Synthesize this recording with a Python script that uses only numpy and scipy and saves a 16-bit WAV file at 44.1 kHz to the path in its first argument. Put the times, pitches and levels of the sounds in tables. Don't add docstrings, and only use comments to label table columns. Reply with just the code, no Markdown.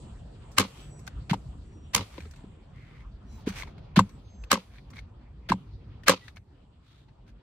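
import sys
import numpy as np
from scipy import signal
from scipy.io import wavfile

SR = 44100
rng = np.random.default_rng(int(sys.argv[2]) if len(sys.argv) > 2 else 0)


def materialize(psi):
    bounded = np.clip(np.atleast_2d(psi).T, -1, 1)
    quanta = np.round(bounded * 32767).astype(np.int16)
    wavfile.write(sys.argv[1], SR, quanta)


N = 327297


def from_db(db):
    return 10 ** (np.asarray(db) / 20)


def rms_one(x):
    return x / np.sqrt(np.mean(x ** 2) + 1e-20)


def in_time(rows):
    s, *columns = np.transpose(rows)
    return [np.interp(np.arange(N) / SR, s, c, left=-140, right=-140) for c in columns]


def at_hz(points, hz):
    points = np.array(points)
    return np.interp(np.log(hz), np.log(points[:, 0]), points[:, 1])


def add(out, s, sound):
    i = round(s * SR)
    out[..., i:i + sound.shape[-1]] += sound[..., :N - i]


def panned(db):
    return from_db([[db / 2], [-db / 2]])


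def swell(t, rise_s):
    return t / rise_s * np.exp(1 - t / rise_s)


def drift(rate):
    step = 40
    r = np.exp(-2 * np.pi * rate * step / SR)
    white = rng.standard_normal(N // step + 2002)
    slow = signal.lfilter([1], [1, -2 * r, r * r], white)[2000:]
    return np.interp(np.arange(N) / step, np.arange(len(slow)), rms_one(slow))


EDGES_HZ = 24 * 2 ** np.arange(0, 9.6, .45)
# f/Hz, likeness
LIKENESS = [(60, 1), (150, 0.96), (300, 0.86), (640, 0.016), (1500, 0.59), (4000, -0.067), (8000, -0.32),
            (15000, .05)]


def noise_bands():
    white, bands = rng.standard_normal((2, 2, N)), []
    for k, (low, high) in enumerate(zip(EDGES_HZ, EDGES_HZ[1:])):
        band_pass = signal.butter(2, [low, high], "band", fs=SR, output="sos")
        mid, side = signal.sosfilt(band_pass, white[k % 2])
        centre = np.sqrt(low * high)
        alike = np.clip(at_hz(LIKENESS, centre), -1, 1)
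        bands.append((centre, np.sqrt(1 + alike) * mid + np.sqrt(1 - alike) * side * [[1], [-1]]))
    return bands


def coloured(bands, spectrum, patchy_db=0):
    total = 0
    for hz, band in bands:
        if spectrum[0][0] <= hz <= spectrum[-1][0]:
            flicker_db = patchy_db * drift(7.3) if patchy_db else 0
            total = total + from_db(at_hz(spectrum, hz) + flicker_db) * band
    return rms_one(total)


def rough(low, high):
    grains = from_db(2.2 * drift(200))
    hum = 0
    for hz, db, t60 in SHELL:
        r = from_db(-60 / (t60 * SR))
        resonator = [1, -2 * r * np.cos(2 * np.pi * hz / SR), r * r]
        hum = hum + from_db(db) * signal.lfilter([1, 0, -1], resonator, low)
    return rms_one(grains * low + 0.091 * rms_one(hum)), grains * high


# t/s, rumble level/dB, hiss level/dB, high hiss level/dB
AIR = [(0, -45.5, -55.5, -61), (.25, -48, -58, -77.5), (.6, -47, -57.5, -67.5), (1.2, -47.5, -57.5, -73.5),
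       (1.85, -47.5, -60.5, -76.5), (2.3, -49, -61, -69.5), (2.6, -53, -60.5, -83.5),
       (3.2, -48.5, -61, -85.5), (3.6, -47, -55.5, -94.5), (4.2, -50.5, -62.5, -97.5),
       (4.9, -51, -61.5, -93), (5.3, -49.5, -63.5, -90.5), (6.0, -48, -60.5, -93.5),
       (6.4, -55.5, -67, -95.5), (6.8, -59.5, -67.5, -87), (7.42, -56.5, -66.5, -94.5)]
# f/Hz, level per Hz/dB
RUMBLE = [(12, -37), (20, -13), (48, 5.5), (76, 1.5), (134, -4), (400, -30.5), (520, -51.5), (880, -120)]
# f/Hz, level per Hz/dB
HISS = [(120, -29.5), (200, -6.5), (255, -11), (542, -11.5), (930, -15), (1790, -26), (3970, -25.5),
        (5350, -52.5), (6000, -32), (7800, -61.5), (13200, -120)]
# f/Hz, level per Hz/dB
HIGH_HISS = [(2940, -42.5), (5000, -11.5), (6140, 2.5), (8160, -0.5), (10100, -29.5), (12100, -15),
             (16500, -35)]
DIP_DB, DIP_RISE_S = -8.5, .07


def air(bands):
    rumble_db, hiss_db, high_db = in_time(AIR)
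    since_shot = np.maximum(np.arange(N) / SR - np.array(SHOTS)[:, :1], 0)
    rumble_db = rumble_db + DIP_DB * swell(since_shot, DIP_RISE_S).sum(axis=0)
    rumble = from_db(rumble_db + 4) * coloured(bands, RUMBLE, patchy_db=4.0)
    hiss = from_db(hiss_db) * coloured(bands, HISS, patchy_db=3.5)
    narrow = signal.butter(5, [6300, 9300], "band", fs=SR, output="sos")
    high = coloured(bands, HIGH_HISS, patchy_db=1.5)
    high_hiss = from_db(high_db) * (signal.sosfilt(narrow, high) + 0.33 * high)
    return rumble + hiss + high_hiss


# t/s, level/dB, f/Hz, treble level/dB, left over right level/dB
TICKS = [(0.516, -58, 1090, -52, .1), (0.992, -58, 1040, -53, 0), (1.067, -47, 5550, -46, -15),
         (1.077, -33.5, 1540, -39.5, 8), (2.18, -39.5, 990, -61, 7), (2.205, -40, 2410, -46, 5),
         (2.254, -50.5, 1300, -72, 4), (2.31, -54, 4820, -51, 1.1), (2.337, -52, 1440, -69, 1.1),
         (2.36, -55.5, 2610, -57, -1), (3.487, -57, 4477, -38, .1), (3.6227, -28, 2120, -39, 1),
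         (3.633, -35.5, 1010, -65, 11.5), (3.674, -45.5, 915, -73, 4), (3.781, -52, 2150, -66, 0),
         (4.093, -54, 1080, -53.5, 1), (4.438, -41, 2610, -47, 2), (4.758, -55.5, 1610, -60.5, -1.5),
         (4.783, -49, 2270, -78.5, 3), (4.903, -56, 4700, -55, -1.1), (4.933, -50, 2130, -70, 1.5),
         (4.968, -39, 2280, -68, 0.5), (4.982, -41, 2140, -58, 1), (4.989, -35.5, 2190, -66, 0),
         (6.035, -44, 1820, -51, 3), (6.281, -37.5, 1716, -50, 3.5), (6.36, -54, 2150, -54.5, -1.1),
         (6.369, -39, 2240, -65, 1), (7.083, -62, 883, -89, 1.5)]
TICK_T60_S, TICK_SHORTER_PER_DB = 0.048, 0.05
TICK_RING_CYCLES = 83


def ticks(body, treble):
    out, t = np.zeros((2, N)), np.arange(int(.08 * SR)) / SR
    for s, db, hz, treble_db, pan_db in TICKS:
        i = round(s * SR)
        t60 = TICK_T60_S * np.exp(-TICK_SHORTER_PER_DB * (db + 45.5))
        fade = from_db(-60 * t / t60) * (1 - np.exp(-t / 0.00099))
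        ring = 1.5 * np.sin(2 * np.pi * hz * t) * from_db(-60 * t * hz / TICK_RING_CYCLES)
        snap = from_db(db) * (ring + 0.76 * body[:, i:i + len(t)])
        bright = from_db(treble_db - 4.5) * treble[:, i:i + len(t)]
        add(out, s - .0005, fade * (snap + bright) * panned(pan_db))
    return out


RATTLE_START_DB, RATTLE_UNDER_CLACK_DB, RATTLE_T60_S, RATTLE_ONSET_S = -35, 4.5, .04, 0.0091
RATTLE_TREBLE_DB, RATTLE_TREBLE_FOLLOWS = -13.5, 0.48
SCUFF_MS, SCUFF_TREBLE_DB, SCUFF_T60_S, SCUFF_ONSET_S = 15, -14.5, .07, 0.0012
SCUFF_CHANGE_DB = 2


def run_ups():
    rows = []
    for s, crack, clack, *_, ms, tail, yard in SHOTS:
        treble_db = RATTLE_TREBLE_DB + RATTLE_TREBLE_FOLLOWS * (crack - clack)
        rows.append((s - ms / 1000, RATTLE_START_DB, clack - RATTLE_UNDER_CLACK_DB, treble_db, ms,
                     RATTLE_T60_S, RATTLE_ONSET_S))
    for s, *_, ms, db, tail in PRESSES:
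        rows.append((s - ms / 1000, db, db + SCUFF_CHANGE_DB, SCUFF_TREBLE_DB, SCUFF_MS,
                     SCUFF_T60_S, SCUFF_ONSET_S))
    return rows


def slides(body, treble):
    out, t = np.zeros((2, N)), np.arange(int(.12 * SR)) / SR
    for start, start_db, end_db, treble_db, ms, t60, onset_s in run_ups():
        i, way = round(start * SR), t / (ms / 1000)
        level_db = start_db + (end_db - start_db) * np.minimum(way, 1) ** 2
        level_db = level_db - 60 * np.maximum(t - ms / 1000, 0) / t60
        friction = body[:, i:i + len(t)] + from_db(treble_db) * treble[:, i:i + len(t)]
        add(out, start, (1 - np.exp(-t / onset_s)) * from_db(level_db) * friction)
    return out


# strike t/s, crack level/dB, clack level/dB, clack f/Hz, shell level/dB,
# step level/dB, step tilt/dB per octave, left over right level/dB, first touch ahead t/ms,
# first touch loss level/dB, rebound loss level/dB, bounce loss level/dB, pace/ratio (scales bounce delays),
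# rattle t/ms, tail level/dB, late echoes level/dB against the tail
SHOTS = [(0.584, -5.5, -14.5, 1213, -13.5, -19.5, -1, 3, 2.13, 11, 7, 6.5, 1.025, 17.6, -29.5, -28.5),
         (1.9496, -7, -21, 1107, -24, -22.5, -4.5, -4, 2.6, 4.5, 15, 2, 1.03, 18, -30, -27),
         (4.5163, -6.5, -10.5, 1218, -12.5, -23, 1, 2, 1.5, 22, 5.5, 5, .94, 16, -33.5, -29.5),
         (6.083, -4.5, -7.5, 1190, -12.5, -19.5, 5, 0.55, 1.76, 21, 3.5, 3.5, 0.85, 22.2, -26.5, -39.5)]
# crack level/dB,
# clack level/dB, clack pitch/ratio, shell level/dB, step level/dB; last, crack rise t/ms
BOUNCES = [(14.29, -3.5, 2, 0.91, -0.5, 8.5, 1.9), (41.6, -30.5, -7, .9, -17, -4.5, 1.6),
           (62.8, -44, -16.5, .78, -41, -9, 1.9)]
# t/s, crack level/dB, clack level/dB, clack f/Hz,
# shell level/dB, step level/dB, left over right level/dB, settles after t/ms, settle loss level/dB,
# scuff ahead t/ms, scuff level/dB, tail level/dB
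PRESSES = [(1.332, -41, -18.5, 910, -35.5, -28, 7.5, 9.6, 9, 37.3, -34, -34.5),
           (3.9912, -23, -3.5, 1065, -19, -15, 2, 14, 18.5, 32, -26, -30),
           (5.5196, -41, -8.5, 995, -25, -24, -0.5, 16.3, 22.5, 31.8, -32.5, -37)]
STRIKE_RISE_MS, TOUCH_RISE_MS, PRESS_RISE_MS = 1.6, 2.5, 3.1
PRESS_TILT_DB, SETTLE_PITCH, SETTLE_STEP_DB = -5.5, 0.92, -30.5


def contacts():
    rows = []
    for (s, crack, clack, hz, shell, step, tilt, pan, ahead_ms, touch_loss,
         rebound_loss, bounce_loss, pace, *_) in SHOTS:
        rows.append((s - ahead_ms / 1000, crack - touch_loss, clack - touch_loss / 4, .9 * hz,
                     shell - touch_loss / 2, step - 25, tilt, pan, TOUCH_RISE_MS))
        rows.append((s, crack, clack, hz, shell, step - 5, tilt, pan, STRIKE_RISE_MS))
        losses = [rebound_loss, bounce_loss, bounce_loss]
        for (ms, crack_by, clack_by, ratio, shell_by, step_by, rise_ms), loss in zip(BOUNCES, losses):
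            rows.append((s + pace * ms / 1000, crack + crack_by - loss, clack + clack_by - loss, hz * ratio,
                         shell + shell_by - loss, step + step_by - loss, tilt, pan / 2, rise_ms))
    for s, crack, clack, hz, shell, step, pan, after_ms, loss, *_ in PRESSES:
        rows.append((s, crack, clack, hz, shell, step, PRESS_TILT_DB, pan, PRESS_RISE_MS))
        rows.append((s + after_ms / 1000, crack - loss - 4, clack - loss, SETTLE_PITCH * hz, shell - 29,
                     SETTLE_STEP_DB, PRESS_TILT_DB, pan, PRESS_RISE_MS))
    return rows


def struck(modes, tilt_db, rise_s, t):
    hz, db, t60 = np.transpose(modes)[:, :, None]
    strength, detune, sign = rng.standard_normal((3, len(modes), 1))
    tilted_db = db + tilt_db * np.log2(hz / np.median(hz))
    gains = np.sign(sign) * from_db(tilted_db + 2.5 * strength - 60 * t / t60)
    rings = gains * np.sin(2 * np.pi * hz * (1 + 0.021 * detune) * t)
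    return (1 - np.exp(-t / rise_s)) * np.sum(rings, axis=0)


# nominal f/Hz, level/dB, t60/s
SHELL = [(1592, 0, 0.039), (2090, -4, 0.042), (2680, -0.5, .02), (2980, -5, 0.006), (3610, -2.5, 0.011),
         (4026, -5.5, 0.036), (4250, -7, 0.036), (5650, -9, .025), (7400, -13.5, 0.071), (8730, -12, 0.026)]
# nominal f/Hz, level/dB, t60/s
STEP = [(105, -5, 0.11), (187.4, -6, 0.15), (214, -6, 0.12), (270, 0, 0.068), (389, -6.5, 0.058),
        (528.4, -0.5, 0.058)]
CLACK_SWELL_S, CLACK_LAG_S = 0.002, 0.001
HARDNESS = 0.09


def blows(crack):
    out, t = np.zeros((2, N)), np.arange(int(.2 * SR)) / SR
    for s, crack_db, clack_db, clack_hz, shell_db, step_db, tilt_db, pan_db, rise_ms in contacts():
        i = round(s * SR)
        bright = from_db(crack_db - 8.0) * swell(t, rise_ms / 1000) ** 2 * crack[:, i:i + len(t)]
        clack = from_db(clack_db) * swell(t, CLACK_SWELL_S) ** 2 * np.sin(2 * np.pi * clack_hz * t)
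        hard_db = min(HARDNESS * (crack_db - shell_db), 2)
        two_angles = np.array([struck(SHELL, hard_db, 0.00051, t) for ear in range(2)])
        shell = from_db(shell_db - 2.0) * two_angles
        step = from_db(step_db - 1.5) * struck(STEP, tilt_db, 0.0018, t)
        add(out, s - .001, (bright + shell) * panned(pan_db) + step)
        cushioned = crack_db < clack_db - 10
        add(out, s + CLACK_LAG_S * cushioned - .001, clack * panned(pan_db))
    return out


SHOT_TAIL_LAG_S, SHOT_TAIL_TILT_DB, SHOT_TAIL_STRETCH = .011, 3.64, 1.15
PRESS_TAIL_LAG_S, PRESS_TAIL_TILT_DB, PRESS_TAIL_STRETCH, PRESS_YARD_DB = 0.0046, 1, 0.31, -29.5


def hangovers():
    shots = [(s + SHOT_TAIL_LAG_S, db, SHOT_TAIL_TILT_DB, SHOT_TAIL_STRETCH, yard_db)
             for s, *_, db, yard_db in SHOTS]
    presses = [(s + PRESS_TAIL_LAG_S, db, PRESS_TAIL_TILT_DB, PRESS_TAIL_STRETCH, PRESS_YARD_DB)
               for s, *_, db in PRESSES]
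    return shots + presses


# f/Hz, t60/s
TAIL_T60 = [(200, 0.19), (600, 0.098), (1500, 0.12), (4000, 0.15), (8000, 0.067), (15000, 0.037)]
# f/Hz, level per Hz/dB
TAIL = [(120, -27), (200, 4), (382, 3), (522, -4), (628, -20), (1030, 1.5), (1900, -36.5), (2210, -15.5),
        (12700, -34), (16500, -55.5)]
YARD_T60_S, TAIL_GRAIN_DB = 0.81, 3.5


def tails(bands):
    out, t = np.zeros((2, N)), np.arange(int(.7 * SR)) / SR
    grain = from_db(TAIL_GRAIN_DB * drift(90))
    for s, db, tilt_db, stretch, yard_db in hangovers():
        i = round(s * SR)
        yard = from_db(yard_db - 60 * t / YARD_T60_S)
        for hz, band in bands[9:]:
            nearby = from_db(-60 * t / (stretch * at_hz(TAIL_T60, hz))) * grain[i:i + len(t)]
            level_db = db + 20.5 + at_hz(TAIL, hz) + tilt_db * np.log2(hz / 1000)
            add(out, s, from_db(level_db) * (nearby + yard) * band[:, i:i + len(t)])
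    return out


# start t/s, rise t/s, hold t/s, fall t/s,
# level/dB before shaping, treble level/dB against the body, ring f/Hz, ring level/dB against the body
RUBS = [(0.669, 0.11, 0.043, .12, -60, -5, 3120, -0.5), (2.084, 0.045, 0.089, 0.12, -57, -11, 1390, -30),
        (2.305, 0.089, .01, 0.15, -64.5, -26, 1400, -21), (2.722, .04, 0.26, 0.032, -66.5, -12, 2100, 4),
        (3.242, 0.082, 0.099, 0.037, -73.5, 5.5, 4300, -3),
        (3.457, .015, 0.021, 0.066, -40, -10.5, 1390, -19),
        (3.522, 0.048, 0.044, 0.038, -41.5, -6, 2280, -9), (3.627, .02, 0.026, 0.077, -60, -6.5, 2200, -1),
        (4.693, 0.052, 0.03, .04, -60.5, -16.5, 2220, -19),
        (4.923, 0.038, 0.036, 0.022, -55, -7.5, 2200, -7),
        (6.184, 0.075, 0.035, 0.031, -62, -7.5, 3800, -4), (6.499, 0.054, 0.092, 0.069, -78, -20, 3000, 2),
        (6.799, 0.086, 0.11, 0.13, -69.5, -7.5, 3700, 0),
        (7.254, 0.026, 0.0086, .05, -61.5, -11, 1500, -12.5)]
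RUB_EDGE_DB, RUB_RING_Q = -14, 7


def rubs(body, treble):
    out = np.zeros((2, N))
    for s, rise, hold, fall, db, treble_db, ring_hz, ring_db in RUBS:
        corners = np.cumsum([0, rise, hold, fall])
        t, i = np.arange(int(corners[-1] * SR)) / SR, round(s * SR)
        ramp_db = np.interp(t, corners, [RUB_EDGE_DB, 0, 0, RUB_EDGE_DB])
        shape = from_db(ramp_db) - from_db(RUB_EDGE_DB)
        low, high = body[:, i:i + len(t)], treble[:, i:i + len(t)]
        ring = rms_one(signal.lfilter(*signal.iirpeak(ring_hz, RUB_RING_Q, fs=SR), low))
        add(out, s, from_db(db) * shape * (low + from_db(ring_db) * ring + from_db(treble_db) * high))
    return out


# start t/s, end t/s, start f/Hz, end f/Hz, rms level/dB before swell and waver
WHISTLES = [(0.751, 1.06, 7930, 7880, -65.5), (.78, 1.1, 5910, 5760, -74.5),
            (1.64, 1.92, 5800, 5700, -78.5), (3.253, 3.4, 5800, 5930, -74), (3.28, 3.4, 7100, 7300, -76.5),
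            (3.262, 3.443, 4130, 3800, -74), (3.33, 3.43, 14910, 15100, -80),
            (4.07, 4.22, 7780, 7650, -77.5), (4.1, 4.19, 8340, 8340, -83), (4.23, 4.51, 6350, 6300, -69),
            (4.28, 4.51, 7510, 7570, -74), (4.27, 4.5, 4995, 4995, -82), (6.208, 6.269, 1955, 1955, -61)]
WAVER_DB, WOBBLE = 3, .003


def whistles():
    out, waver, wobble = np.zeros((2, N)), drift(15), drift(8)
    for start, end, start_hz, end_hz, db in WHISTLES:
        i, j = round(start * SR), round(end * SR)
        hz = np.linspace(start_hz, end_hz, j - i) * (1 + WOBBLE * wobble[i:j])
        tone = np.sqrt(2) * np.sin(2 * np.pi * np.cumsum(hz) / SR)
        out[:, i:j] += from_db(db + WAVER_DB * waver[i:j]) * np.hanning(j - i) ** .5 * tone
    return out


# t/s, level/dB, f/Hz, swell t/ms,
# overtone level/dB and after-swing level/dB, both against the landing
THUDS = [(1.312, -13.5, 167.5, 6.2, -14.5, -16.5), (2.18, -36, 315, 5.1, -3.5, -30),
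         (2.256, -49, 417, 7, -16, -30), (2.439, -36.5, 238, 3.6, -8.5, -9.5),
         (3.471, -17, 251, 3.6, -7.5, -14), (3.972, -6, 187, 7.7, -11, -16),
         (5.502, -19.5, 198, 8.7, -4.5, -19.5)]
OVERTONE, OVERTONE_SWELL_MS = 1.65, 5.3
AFTER_SWING_SWELLS, AFTER_SWING_HZ, AFTER_SWING_MS = 3.9, 192.9, 16.3


def pump(t, db, hz, ms):
    return from_db(db) * swell(t ** 2, (ms / 1000) ** 2) ** .5 * np.sin(2 * np.pi * hz * t)


def thuds():
    out, t = np.zeros((2, N)), np.arange(int(.12 * SR)) / SR
    for s, db, hz, ms, over_db, after_db in THUDS:
        overtone = pump(t, db + over_db, OVERTONE * hz, OVERTONE_SWELL_MS)
        add(out, s, pump(t, db, hz, ms) + overtone)
        after_swing = pump(t, db + after_db, AFTER_SWING_HZ, AFTER_SWING_MS)
        add(out, s + AFTER_SWING_SWELLS * ms / 1000, after_swing)
    return out


# f/Hz, level per Hz/dB
CRACK = [(1530, -27.5), (2600, -2), (3540, -12.5), (5210, -2.5), (5950, -3), (10100, -12), (15400, -14.5),
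         (16500, -27)]
LEFT_LAG = 3


def scene():
    near = noise_bands()
    low = coloured(near, [(500, -3.5), (2200, -2.9), (5200, -9)])
    high = coloured(near, [(5000, 10.5), (9000, -0.5), (16500, -9.5)])
    body, treble = rough(low, high)
    left, right = air([(hz, band[:, ::-1]) for hz, band in near])
    outdoors = np.array([np.roll(left, LEFT_LAG), right])
    tool = ticks(body, treble) + slides(body, treble) + blows(coloured(near, CRACK))
    tool = tool + rubs(body, treble) + thuds()
    return outdoors + tool + tails(near) + whistles()


def record(dry):
    thin = signal.sosfilt(signal.butter(4, 38, "high", fs=SR, output="sos"), dry)
    rounded = 1.3 * np.tanh(thin / 1.3)
    top_cut = signal.cheby2(12, 70, 16200 * 1.04, fs=SR, output="sos")
    return signal.sosfilt(top_cut, rounded)


dry = scene()
out = record(dry)
materialize(out)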